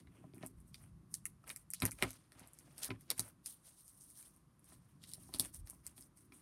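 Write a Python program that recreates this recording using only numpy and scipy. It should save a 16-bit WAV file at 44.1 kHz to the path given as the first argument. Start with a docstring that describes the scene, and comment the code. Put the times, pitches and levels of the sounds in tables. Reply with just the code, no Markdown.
"""Tape, scissors and card snap in short bright clicks over a craft table in a small quiet room:
noise bursts ring a body, a crack and a tick, and echo from nearby surfaces, strongest after 6.7 ms.
Fingers rustle over card and tinsel: clumped random slips, shaped by strokes and slides.
Things knock on the table top, ringing its damped modes; rumble and room air are filtered noise."""
import sys
import numpy as np
from scipy import signal
from scipy.fft import rfft, irfft, next_fast_len
from scipy.io import wavfile
from scipy.ndimage import uniform_filter1d

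SR = 44100
rng = np.random.default_rng(int(sys.argv[2]) if len(sys.argv) > 2 else 0)


def materialize(psi):
    """Save the field psi as 16-bit PCM at rate SR to the path in sys.argv[1].

    A 1-D psi becomes a single channel; in a 2-D psi each row is a channel.
    """
    bounded = np.clip(np.atleast_2d(psi).T, -1, 1)
    quanta = np.round(bounded * 32767).astype(np.int16)
    wavfile.write(sys.argv[1], SR, quanta)


def undo_db(level):
    """Turn decibels back into plain size, where 20 dB means ten times bigger."""
    steps = np.asarray(level, float) / 20
    return 10 ** steps


N = 282681


def rms_one(x):
    """Scale to rms 1."""
    return x / np.sqrt(np.mean(x ** 2) + 1e-20)


def in_time(rows):
    """Interpolate each column of a time table at every sample."""
    s, *columns = np.transpose(rows)
    return [np.interp(np.arange(N) / SR, s, column) for column in columns]


def band(x, low_hz, high_hz):
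    """Second-order Butterworth band-pass."""
    sos = signal.butter(2, [low_hz, min(high_hz, 0.45 * SR)], "band", fs=SR, output="sos")
    return signal.sosfilt(sos, x)


def colour(x, points):
    """Shape by a spectrum, straight dB lines on log frequency; rms 1."""
    hz, level_db = np.transpose(points)
    size = next_fast_len(N)
    log_hz = np.log(np.arange(1, size // 2 + 2) * SR / size)
    gain_db = np.interp(log_hz, np.log(hz), level_db, left=-60, right=-60)
    return rms_one(irfft(rfft(x, size) * undo_db(gain_db), size)[:N])


def drift(rate_hz):
    """Slow random wander of rms 1: noise through two equal one-pole low-passes."""
    step = 40  # samples per slow value
    r = np.exp(-2 * np.pi * rate_hz * step / SR)
    noise = rng.standard_normal(N // step + 2002)
    slow = signal.lfilter([1], [1, -2 * r, r * r], noise)[2000:]  # settled part
    return np.interp(np.arange(N) / step, np.arange(len(slow)), rms_one(slow))


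def grains(per_s, spread_db):
    """Random tiny slips of uneven size."""
    sizes = undo_db(spread_db * np.minimum(rng.exponential(1, N), 4)) * rng.standard_normal(N)
    return sizes * (rng.random(N) < per_s / SR)


def dying(s, level_db, t60_s):
    """Envelope that jumps up at each moment and dies away exponentially."""
    kicks = np.full(N, 1e-18)
    np.add.at(kicks, np.round(s * SR).astype(int), undo_db(level_db))
    return signal.lfilter([1], [1, -undo_db(-60 / (t60_s * SR))], kicks)


# room air spectrum: (frequency [Hz], relative density [dB per Hz])
AIR_SPECTRUM = [(180, -23), (300, -17), (502, -5.5), (885, -8), (1080, -2.5), (1560, -11), (2880, -18.5),
                (6620, -20.5), (7690, -22.5), (9550, -13), (10700, -17.5), (12500, -20), (16000, -51.5)]
AIR_RMS_DB = -79.5


def room_air():
    """Steady noise with the spectrum of the room air."""
    return undo_db(AIR_RMS_DB) * colour(rng.standard_normal(N), AIR_SPECTRUM)


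# arms and table shifting: (time [s], below 90 Hz [dB], 90-220 Hz [dB], 220-450 Hz [dB])
RUMBLE_LEVELS = [(0.0, -72, -63, -69.5), (0.39, -83, -67, -68.5), (0.73, -67.5, -62.5, -75.5),
                 (1.11, -74, -62, -75.5), (1.62, -71.5, -72, -79.5), (1.82, -84, -64, -80),
                 (1.96, -60, -64.5, -71), (2.16, -77.5, -74, -78), (2.86, -76.5, -68, -71),
                 (3.78, -80.5, -74, -82.5), (4.36, -77, -73.5, -78.5), (4.86, -83.5, -67, -79),
                 (5.05, -79.5, -64.5, -75.5), (5.25, -74, -63, -73), (5.39, -73, -78, -65),
                 (5.55, -66.5, -67, -75), (6.02, -76.5, -72, -77), (6.41, -75.5, -70.5, -73.5)]
# soft thuds of an arm or wrist on the table: (centre [s], level [dB], width [s])
ARM_THUDS = [(.075, -61, 0.017), (.55, -53.5, 0.045), (.953, -68, 0.07), (1.3, -77, 0.047),
             (1.859, -59, 0.029), (3.21, -66.5, .05), (4.729, -70, 0.065), (5.35, -64, 0.03),
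             (5.618, -50, .045), (2.06, -63, 0.035), (2.93, -63, 0.043)]
# shaking after a knock, one entry per rumble band: (level against the knock [dB])
SHAKE_LEVELS_DB = [-20.5, -22.5, -8.5]
SHAKE_T60_S, SHAKE_SWELL_S = 0.1, 0.008


def rumble():
    """Lumpy low noise carried through the table; thuds stir the lowest band, knocks stir all three."""
    out, t = np.zeros(N), np.arange(N) / SR
    knock_s, knock_db, *_ = np.transpose(TABLE_STRIKES)
    thuds = sum(undo_db(level_db) * np.exp(-((t - centre) / width) ** 2)
                for centre, level_db, width in ARM_THUDS)
    bands_hz = [(42, 79.7), (95, 192.4), (215, 349)]
    rows = zip(in_time(RUMBLE_LEVELS), SHAKE_LEVELS_DB, [thuds, 0, 0], bands_hz)
    for level_db, shake_db, extra, (low_hz, high_hz) in rows:
        noise = band(rng.standard_normal(N), low_hz, high_hz)
        noise = band(noise, 0.86 * low_hz, 1.25 * high_hz)
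        shake = dying(knock_s + SHAKE_SWELL_S / 2, knock_db + shake_db, SHAKE_T60_S)
        shake = uniform_filter1d(shake, round(SHAKE_SWELL_S * SR))
        out += rms_one(noise) * (undo_db(level_db) + extra + shake) * undo_db(1.5 * drift(21))
    return out


# blows that ring the table top: knocks, plus rows with the spot at 1304 Hz that ring along with a snap at the
# same moment: (time [s], strength [dB], hardness [0-1], modes favoured by the spot [Hz])
TABLE_STRIKES = [(0.072, -73, 1, 250), (.240, -53, 0.45, 630), (0.336, -54.5, 0, 294),
                 (0.366, -57.5, 0.1, 357), (0.409, -55, .1, 177), (0.433, -45.5, 0.83, 630),
                 (1.4396, -67.5, 1, 1304), (1.501, -62.5, 1, 1304), (1.820, -38, 0.71, 255),
                 (1.832, -37, 0.5, 111), (1.853, -45.5, 0, 180), (2.019, -46, 0.66, 270),
                 (2.024, -34.5, 0.82, 377), (2.04, -40.5, 0.7, 109), (2.32, -71, 1, 1304),
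                 (2.356, -61.5, 0, 252), (2.411, -57.5, 0.2, 260), (2.889, -46.5, 0.5, 253),
                 (2.904, -38.5, 0.34, 379), (2.914, -53.5, 0.7, 179), (3.1034, -56, 1, 1304),
                 (3.123, -64, 0.1, 340), (3.192, -45, 0.5, 222), (3.248, -63, 0.44, 245),
                 (4.721, -63, 1, 575), (5.179, -63, 0.43, 630), (5.29, -60.5, 0.65, 770),
                 (5.342, -49, 0.8, 238), (5.397, -43, 0.36, 237), (5.429, -48, 0.2, 584),
                 (5.729, -64, 0.7, 1004), (5.979, -62.5, 0.76, 243), (6.32, -66, 1, 267)]
# table top modes: (frequency [Hz], relative level [dB], t60 [s])
TABLE_MODES = [(110, -9.5, 0.22), (178.2, -7.5, 0.13), (260, -5, 0.22), (380, -5.5, 0.091),
               (630, -3.5, 0.055), (770, -3, 0.048), (1014, -3.5, .09), (1304, -1.5, 0.037),
               (1840, -3.5, 0.034), (2240, -7.5, 0.033), (2224, -8, 0.036), (2420, -19.5, 0.051)]


def knocks():
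    """A blow rings each damped mode; soft blows miss the high modes, the spot struck favours some. Rows with
    the spot at 1304 Hz give the low body ringing of a snap at the same moment."""
    rows, out = np.array(TABLE_STRIKES), np.zeros(N)
    s, strength_db, hardness, spot_hz = rows.T
    at = np.round(s * SR).astype(int)
    chance_db = 2.5 * rng.standard_normal((len(rows), len(TABLE_MODES)))
    for k, (hz, level_db, t60_s) in enumerate(TABLE_MODES):
        clicks = np.full(N, 1e-18)
        dulling_db = -8.0 * (1 - np.clip(hardness, 0, 1)) * np.log2(hz / 250)
        spot_db = 8.06 * np.exp(-(np.log2(hz / spot_hz) / 0.1) ** 2)
        blow_db = strength_db + level_db + dulling_db + spot_db + chance_db[:, k]
        clicks[at] = undo_db(blow_db) * (-1) ** k
        r, w = undo_db(-60 / (t60_s * SR)), 2 * np.pi * hz / SR
        out += signal.lfilter([0, np.sin(w)], [1, -2 * r * np.cos(w), r * r], clicks)
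    return out


# quick finger strokes over tinsel, card and mat:
# (start [s], hold [s], fine rustle [dB], papery rustle [dB], coarse rub [dB])
FINGER_STROKES = [(0.0, 0.023, -72, -75.5, -73.5), (0.355, .07, -72.5, -88, -77),
                  (0.428, 0.035, -68, -75, -60), (0.464, 0.045, -71, -83, -87),
                  (0.577, 0.091, -81, -99, -89), (0.683, 0.027, -69, -90, -98),
                  (0.751, 0.029, -65, -67.5, -75), (0.807, .09, -72.5, -87, -77),
                  (1.116, .04, -66.5, -99.5, -88), (1.145, 0.04, -64, -72, -92),
                  (1.26, 0.0413, -65, -79, -79), (1.434, 0.023, -79.5, -103, -79),
                  (1.504, 0.023, -53, -68.5, -62.5), (1.561, .06, -64, -80, -78),
                  (1.745, .05, -65.5, -62, -88), (1.831, 0.02, -57.5, -62, -49),
                  (1.854, .035, -55, -62, -54), (1.933, .09, -64.5, -78, -79),
                  (1.99, 0.084, -70.5, -74, -65.5), (2.03, 0.028, -57, -55, -46),
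                  (2.08, .09, -63.5, -67.5, -69), (2.188, 0.088, -78, -80.5, -79.5),
                  (2.776, 0.044, -64.5, -76, -69.5), (2.833, .04, -48.5, -52, -57.5),
                  (2.875, 0.016, -62, -83.5, -70), (2.908, .05, -89, -78.5, -64.5),
                  (3.009, .07, -71, -77.5, -82), (3.11, 0.018, -61, -56, -53.5),
                  (3.182, .025, -61, -65.5, -67), (3.187, 0.12, -57, -72, -63.5),
                  (3.465, 0.074, -50.5, -64, -70), (3.57, 0.048, -75, -84, -91),
                  (5.032, 0.03, -68, -63, -73.5), (5.084, 0.069, -61, -66, -77.5),
                  (5.343, .04, -53.5, -60.5, -62), (5.406, 0.078, -53.5, -64.5, -62),
                  (5.545, 0.0563, -56.5, -75, -77), (5.67, .07, -64, -79.5, -73),
                  (5.746, 0.075, -72.5, -91.5, -93), (5.858, 0.069, -63.5, -73, -71.5),
                  (5.969, .1, -61.5, -81.5, -78.5), (6.171, 0.094, -67.5, -85.5, -80),
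                  (6.339, .1, -62.5, -75.5, -77)]
# slow hand slides: (centre [s], half width [s], fine rustle [dB], papery rustle [dB], coarse rub [dB])
HAND_SLIDES = [(.2, 0.092, -81.5, -93, -76.5), (1.476, 0.013, -70, -78.5, -69.5),
               (2.408, 0.057, -78, -77, -69.5), (2.632, 0.22, -74.5, -82, -76.5),
               (3.678, .04, -61.5, -71.5, -76.5), (3.789, .04, -65.5, -77, -94),
               (3.891, 0.056, -63.5, -81.5, -88), (4.07, 0.096, -63.5, -80.5, -95),
               (4.219, .055, -60, -73, -76), (4.35, .06, -78, -91.5, -92.5), (4.708, .05, -64, -74.5, -75),
               (4.87, 0.083, -82.5, -89.5, -86), (5.24, .07, -63.5, -79, -77.5)]
STROKE_RISE_DB_PER_S, STROKE_SAG_DB, STROKE_FALL_DB_PER_S = 896.5, 10, 700.5  # sag is over the hold
SLIDE_EDGE_DB = -8  # at the half width
# rustle left by a snap: fine against its tick, papery against its crack
AFTER_FINE_DB, AFTER_PAPERY_DB, AFTER_T60_S, AFTER_DELAY_S = -24, -34.5, 0.047, 0.006


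def rustle_levels():
    """Fine, papery, coarse: strokes rise, sag and fall, slides swell and fade, snaps leave a rustle."""
    t, levels = np.arange(0, N, 32) / SR, 0
    for start, hold, *level_db in FINGER_STROKES:
        rise_db = STROKE_RISE_DB_PER_S * (t - start)
        sag_db = STROKE_SAG_DB * (start - t) / hold
        fall_db = STROKE_FALL_DB_PER_S * (start + hold - t) - STROKE_SAG_DB
        shape_db = np.minimum(sag_db, np.minimum(rise_db, fall_db))
        levels = levels + undo_db(shape_db + np.c_[level_db])
    for centre, half, *level_db in HAND_SLIDES:
        levels = levels + undo_db(SLIDE_EDGE_DB * ((t - centre) / half) ** 2 + np.c_[level_db])
    fine, papery, coarse = [np.interp(np.arange(N) / SR, t, level) for level in levels]
    s, _, _, crack_db, tick_db = np.transpose(SNAP_PEAKS)
    s = s + AFTER_DELAY_S
    fine = fine + dying(s, tick_db + AFTER_FINE_DB, AFTER_T60_S)
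    papery = papery + dying(s, crack_db + AFTER_PAPERY_DB, AFTER_T60_S)
    return fine, papery, coarse


def patchy(x, patch_db):
    """Narrow bands brighten and fade on their own as the contact shifts; rms 1."""
    edges_hz = 400 * 2 ** np.arange(0, 5.6, 0.4)
    out = np.zeros(N)
    for k, (low_hz, high_hz) in enumerate(zip(edges_hz[:-1], edges_hz[1:])):
        # alternate signs: neighbours add up where they meet
        out += (-1) ** k * band(x, low_hz, high_hz) * undo_db(patch_db * drift(27.0))
    return rms_one(out)


# slip spectra: (frequency [Hz], relative density [dB per Hz])
FINE_SPECTRUM = [(2940, -45), (5000, -16), (5500, -11), (6390, -10.5), (7490, -14), (8710, 3), (10400, -2),
                 (13400, -10), (15800, -5.5), (16300, -16), (16500, -66)]
PAPERY_SPECTRUM = [(1800, -40), (2800, -5.5), (4200, -0.5), (6000, -4), (8000, -7)]
COARSE_SPECTRUM = [(350, -0.5), (600, 2), (1200, -0.5), (2300, -2), (3500, -8.5)]
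CRACKLES_PER_S, CRACKLE_DB = 250, -10  # lone crackles, level against the fine rustle


def rustle():
    """Dense slips, clumped in time: fine and bright on tinsel, coarser on card and mat."""
    fine_level, papery_level, coarse_level = rustle_levels()
    pressure = undo_db(1.5 * drift(12) + 1.2 * drift(60))
    crackles = undo_db(CRACKLE_DB) * colour(grains(CRACKLES_PER_S, spread_db=2.5), FINE_SPECTRUM)
    fine = colour(grains(9600, spread_db=1.5), FINE_SPECTRUM) + crackles
    papery = colour(grains(3700, spread_db=-2.0), PAPERY_SPECTRUM)
    coarse = colour(grains(3000, spread_db=2.5), COARSE_SPECTRUM)
    slips = pressure * (fine * fine_level + papery * papery_level + coarse * coarse_level)
    return patchy(slips, patch_db=2.3) * np.sqrt(np.mean(slips ** 2))  # rms of slips kept


# early echoes: (time after the direct sound [s], level [dB])
EARLY_ECHOES = [(.0060, -17), (.0067, -12), (.0093, -15), (.0105, -14), (.0124, -18), (.0155, -21)]
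# diffuse tails, near clutter and walls: (level [dB], t60 [s])
DIFFUSE_TAILS = [(-46, 0.01), (-48.5, 0.23)]
TAIL_START_S = 0.006


def room(x):
    """Direct sound, a cluster of near echoes and dying diffuse noise tails, by convolution."""
    t = np.arange(SR // 2) / SR - TAIL_START_S
    tails = sum(undo_db(level_db - 60 * t / t60_s) for level_db, t60_s in DIFFUSE_TAILS)
    reply = tails * (t > 0) * rng.standard_normal(len(t))
    reply[0] = 1
    for k, (s, level_db) in enumerate(EARLY_ECHOES):
        reply[round(s * SR)] += undo_db(level_db) * (-1) ** k
    return signal.fftconvolve(x, reply)[:N]


# snaps of tape, blades and card, peak of each resonance:
# (time [s], body [dB], crack frequency [Hz], crack [dB], tick [dB])
SNAP_PEAKS = [(0.071, -58, 2870, -61, -71), (0.336, -64, 3920, -58, -69), (0.3457, -70, 7500, -59.5, -50.5),
              (0.381, -59, 7220, -81, -55.5), (0.4274, -50, 4100, -53.5, -59),
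              (0.4629, -67, 7400, -77, -32.5), (0.603, -84, 7300, -75, -53),
              (0.7438, -52, 4080, -43.5, -46), (1.141, -55.5, 6400, -28, -25.5),
              (1.2549, -42, 8160, -33, -24.5), (1.4417, -68, 5500, -63.5, -68.5),
              (1.4772, -50.5, 3370, -73.5, -45), (1.493, -48, 5860, -36.5, -41),
              (1.5017, -39, 3680, -39, -37), (1.5616, -52, 6100, -41, -32), (1.7038, -64, 6200, -72, -29),
              (1.7359, -42.5, 7200, -25.5, -21.5), (1.802, -59, 6560, -37.5, -40.5),
              (1.8208, -33, 3640, -28.5, -26), (1.831, -40.5, 3160, -55, -42),
              (1.8533, -34.5, 7900, -23.5, -15.5), (1.9105, -59.5, 6140, -39, -39),
              (1.917, -49.5, 6530, -45, -32), (1.987, -50, 3070, -54.5, -47),
              (2.0246, -19.5, 3900, -25, -22.5), (2.038, -32, 4540, -57.5, -44.5),
              (2.0917, -59, 5860, -56, -45), (2.1063, -58, 5480, -42.5, -37),
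              (2.131, -61, 6050, -50, -46.5), (2.32, -58, 4480, -55.5, -52.5),
              (2.3946, -61, 6660, -50.5, -46), (2.4738, -74, 7460, -76, -48), (2.534, -86, 7400, -94, -46),
              (2.588, -67, 6400, -46.5, -41.5), (2.7806, -62, 4700, -48, -39.5),
              (2.7842, -65, 4500, -57.5, -40.5), (2.833, -47, 7100, -28.5, -25.5),
              (2.846, -50, 8500, -30.5, -25.5), (2.9022, -54, 3260, -48, -55),
              (2.9053, -33, 3740, -40, -53.5), (3.0093, -66.5, 7600, -54.5, -49),
              (3.1032, -41.5, 4800, -23, -20.5), (3.1184, -64.5, 4500, -56.5, -44.5),
              (3.1793, -51.5, 5520, -54.5, -46.5), (3.1943, -45.5, 5150, -27.5, -18),
              (3.46, -56.5, 5420, -39, -32), (3.8795, -73.5, 5950, -52, -43.5),
              (4.01, -76.5, 5100, -54.5, -46), (4.1023, -74, 5500, -70, -46), (4.192, -74, 5700, -67, -57),
              (4.227, -64.5, 4980, -59, -46.5), (4.363, -76, 7240, -67.5, -51.5),
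              (4.594, -81, 7300, -70, -54), (4.6434, -84, 5680, -69.5, -50.5),
              (5.038, -58.5, 3940, -45, -45.5), (5.092, -73, 3800, -60, -43.5),
              (5.116, -69, 3900, -50.5, -46.5), (5.1356, -63, 4900, -38.5, -32),
              (5.3392, -50.5, 4250, -31.5, -29.5), (5.347, -57.5, 4240, -37.5, -38.5),
              (5.387, -77.5, 7150, -43.5, -30), (5.397, -52, 4230, -21.5, -15.5),
              (5.449, -70, 3630, -46.5, -33.5), (5.457, -55, 5800, -52.5, -39),
              (5.5455, -72, 6130, -49, -40), (5.6728, -57.5, 4880, -48.5, -45.5),
              (5.6991, -77, 6060, -47, -29.5), (5.866, -56.5, 6240, -38.5, -34),
              (5.979, -65, 3600, -52, -51.5), (6.009, -79, 6620, -51.5, -41.5),
              (6.0241, -76, 4970, -51.5, -51), (6.173, -75, 6400, -62.5, -53),
              (6.3221, -53.5, 4080, -59, -61)]
BODY_LOW_HZ, BODY_HIGH_HZ = 1750, 2580
LOW_BODY_LOW_HZ, LOW_BODY_HIGH_HZ, LOW_BODY_DB = 1175, 1456, -14.5  # level against the body


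def snaps():
    """A crackle swells in under 1 ms, dies in a few, and rings two body bands, a crack and a tick."""
    rows, size = np.array(SNAP_PEAKS), 400
    t = np.arange(size) / SR - 0.0008
    swell = np.exp(-np.maximum(t / 0.0011, -t / 0.0003))
    bursts = rng.standard_normal((len(rows), size)) * swell
    bursts *= undo_db(4.0 * rng.exponential(1, bursts.shape))  # a few slips stand out
    out = np.zeros(N + size)
    for burst, (s, body_db, crack_hz, crack_db, tick_db) in zip(bursts, rows):
        at = round((s + t[0]) * SR)
        resonances = [(BODY_LOW_HZ, BODY_HIGH_HZ, body_db),
                      (LOW_BODY_LOW_HZ, LOW_BODY_HIGH_HZ, body_db + LOW_BODY_DB),
                      (0.78 * crack_hz, 1.305 * crack_hz, crack_db),
                      (8100, 11800, tick_db)]
        for low_hz, high_hz, level_db in resonances:
            rung = band(band(burst, low_hz, high_hz), 0.87 * low_hz, 1.1 * high_hz)
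            out[at:at + size] += rung / np.abs(rung).max() * undo_db(level_db)
    return out[:N]


def scene():
    """Snaps echo in the room; knocks, rustle, rumble and air are added dry; one channel."""
    air = room_air()
    return (room(snaps()) + rustle() + knocks() + rumble() + air)[None]


def band_limit(x):
    """A steep low-pass at the top of the band."""
    return signal.sosfilt(signal.butter(12, 16820, fs=SR, output="sos"), x)


def record(dry):
    """The microphone drops the deepest bass; a steep low-pass cuts the top."""
    low_cut = signal.butter(4, 40, "high", fs=SR, output="sos")
    top_cut = signal.cheby2(12, 70, 17200, fs=SR, output="sos")  # 70 dB down from 17200 Hz
    mix = signal.sosfilt(top_cut, signal.sosfilt(low_cut, dry))
    return band_limit(mix)


dry = scene()
out = record(dry)
materialize(out)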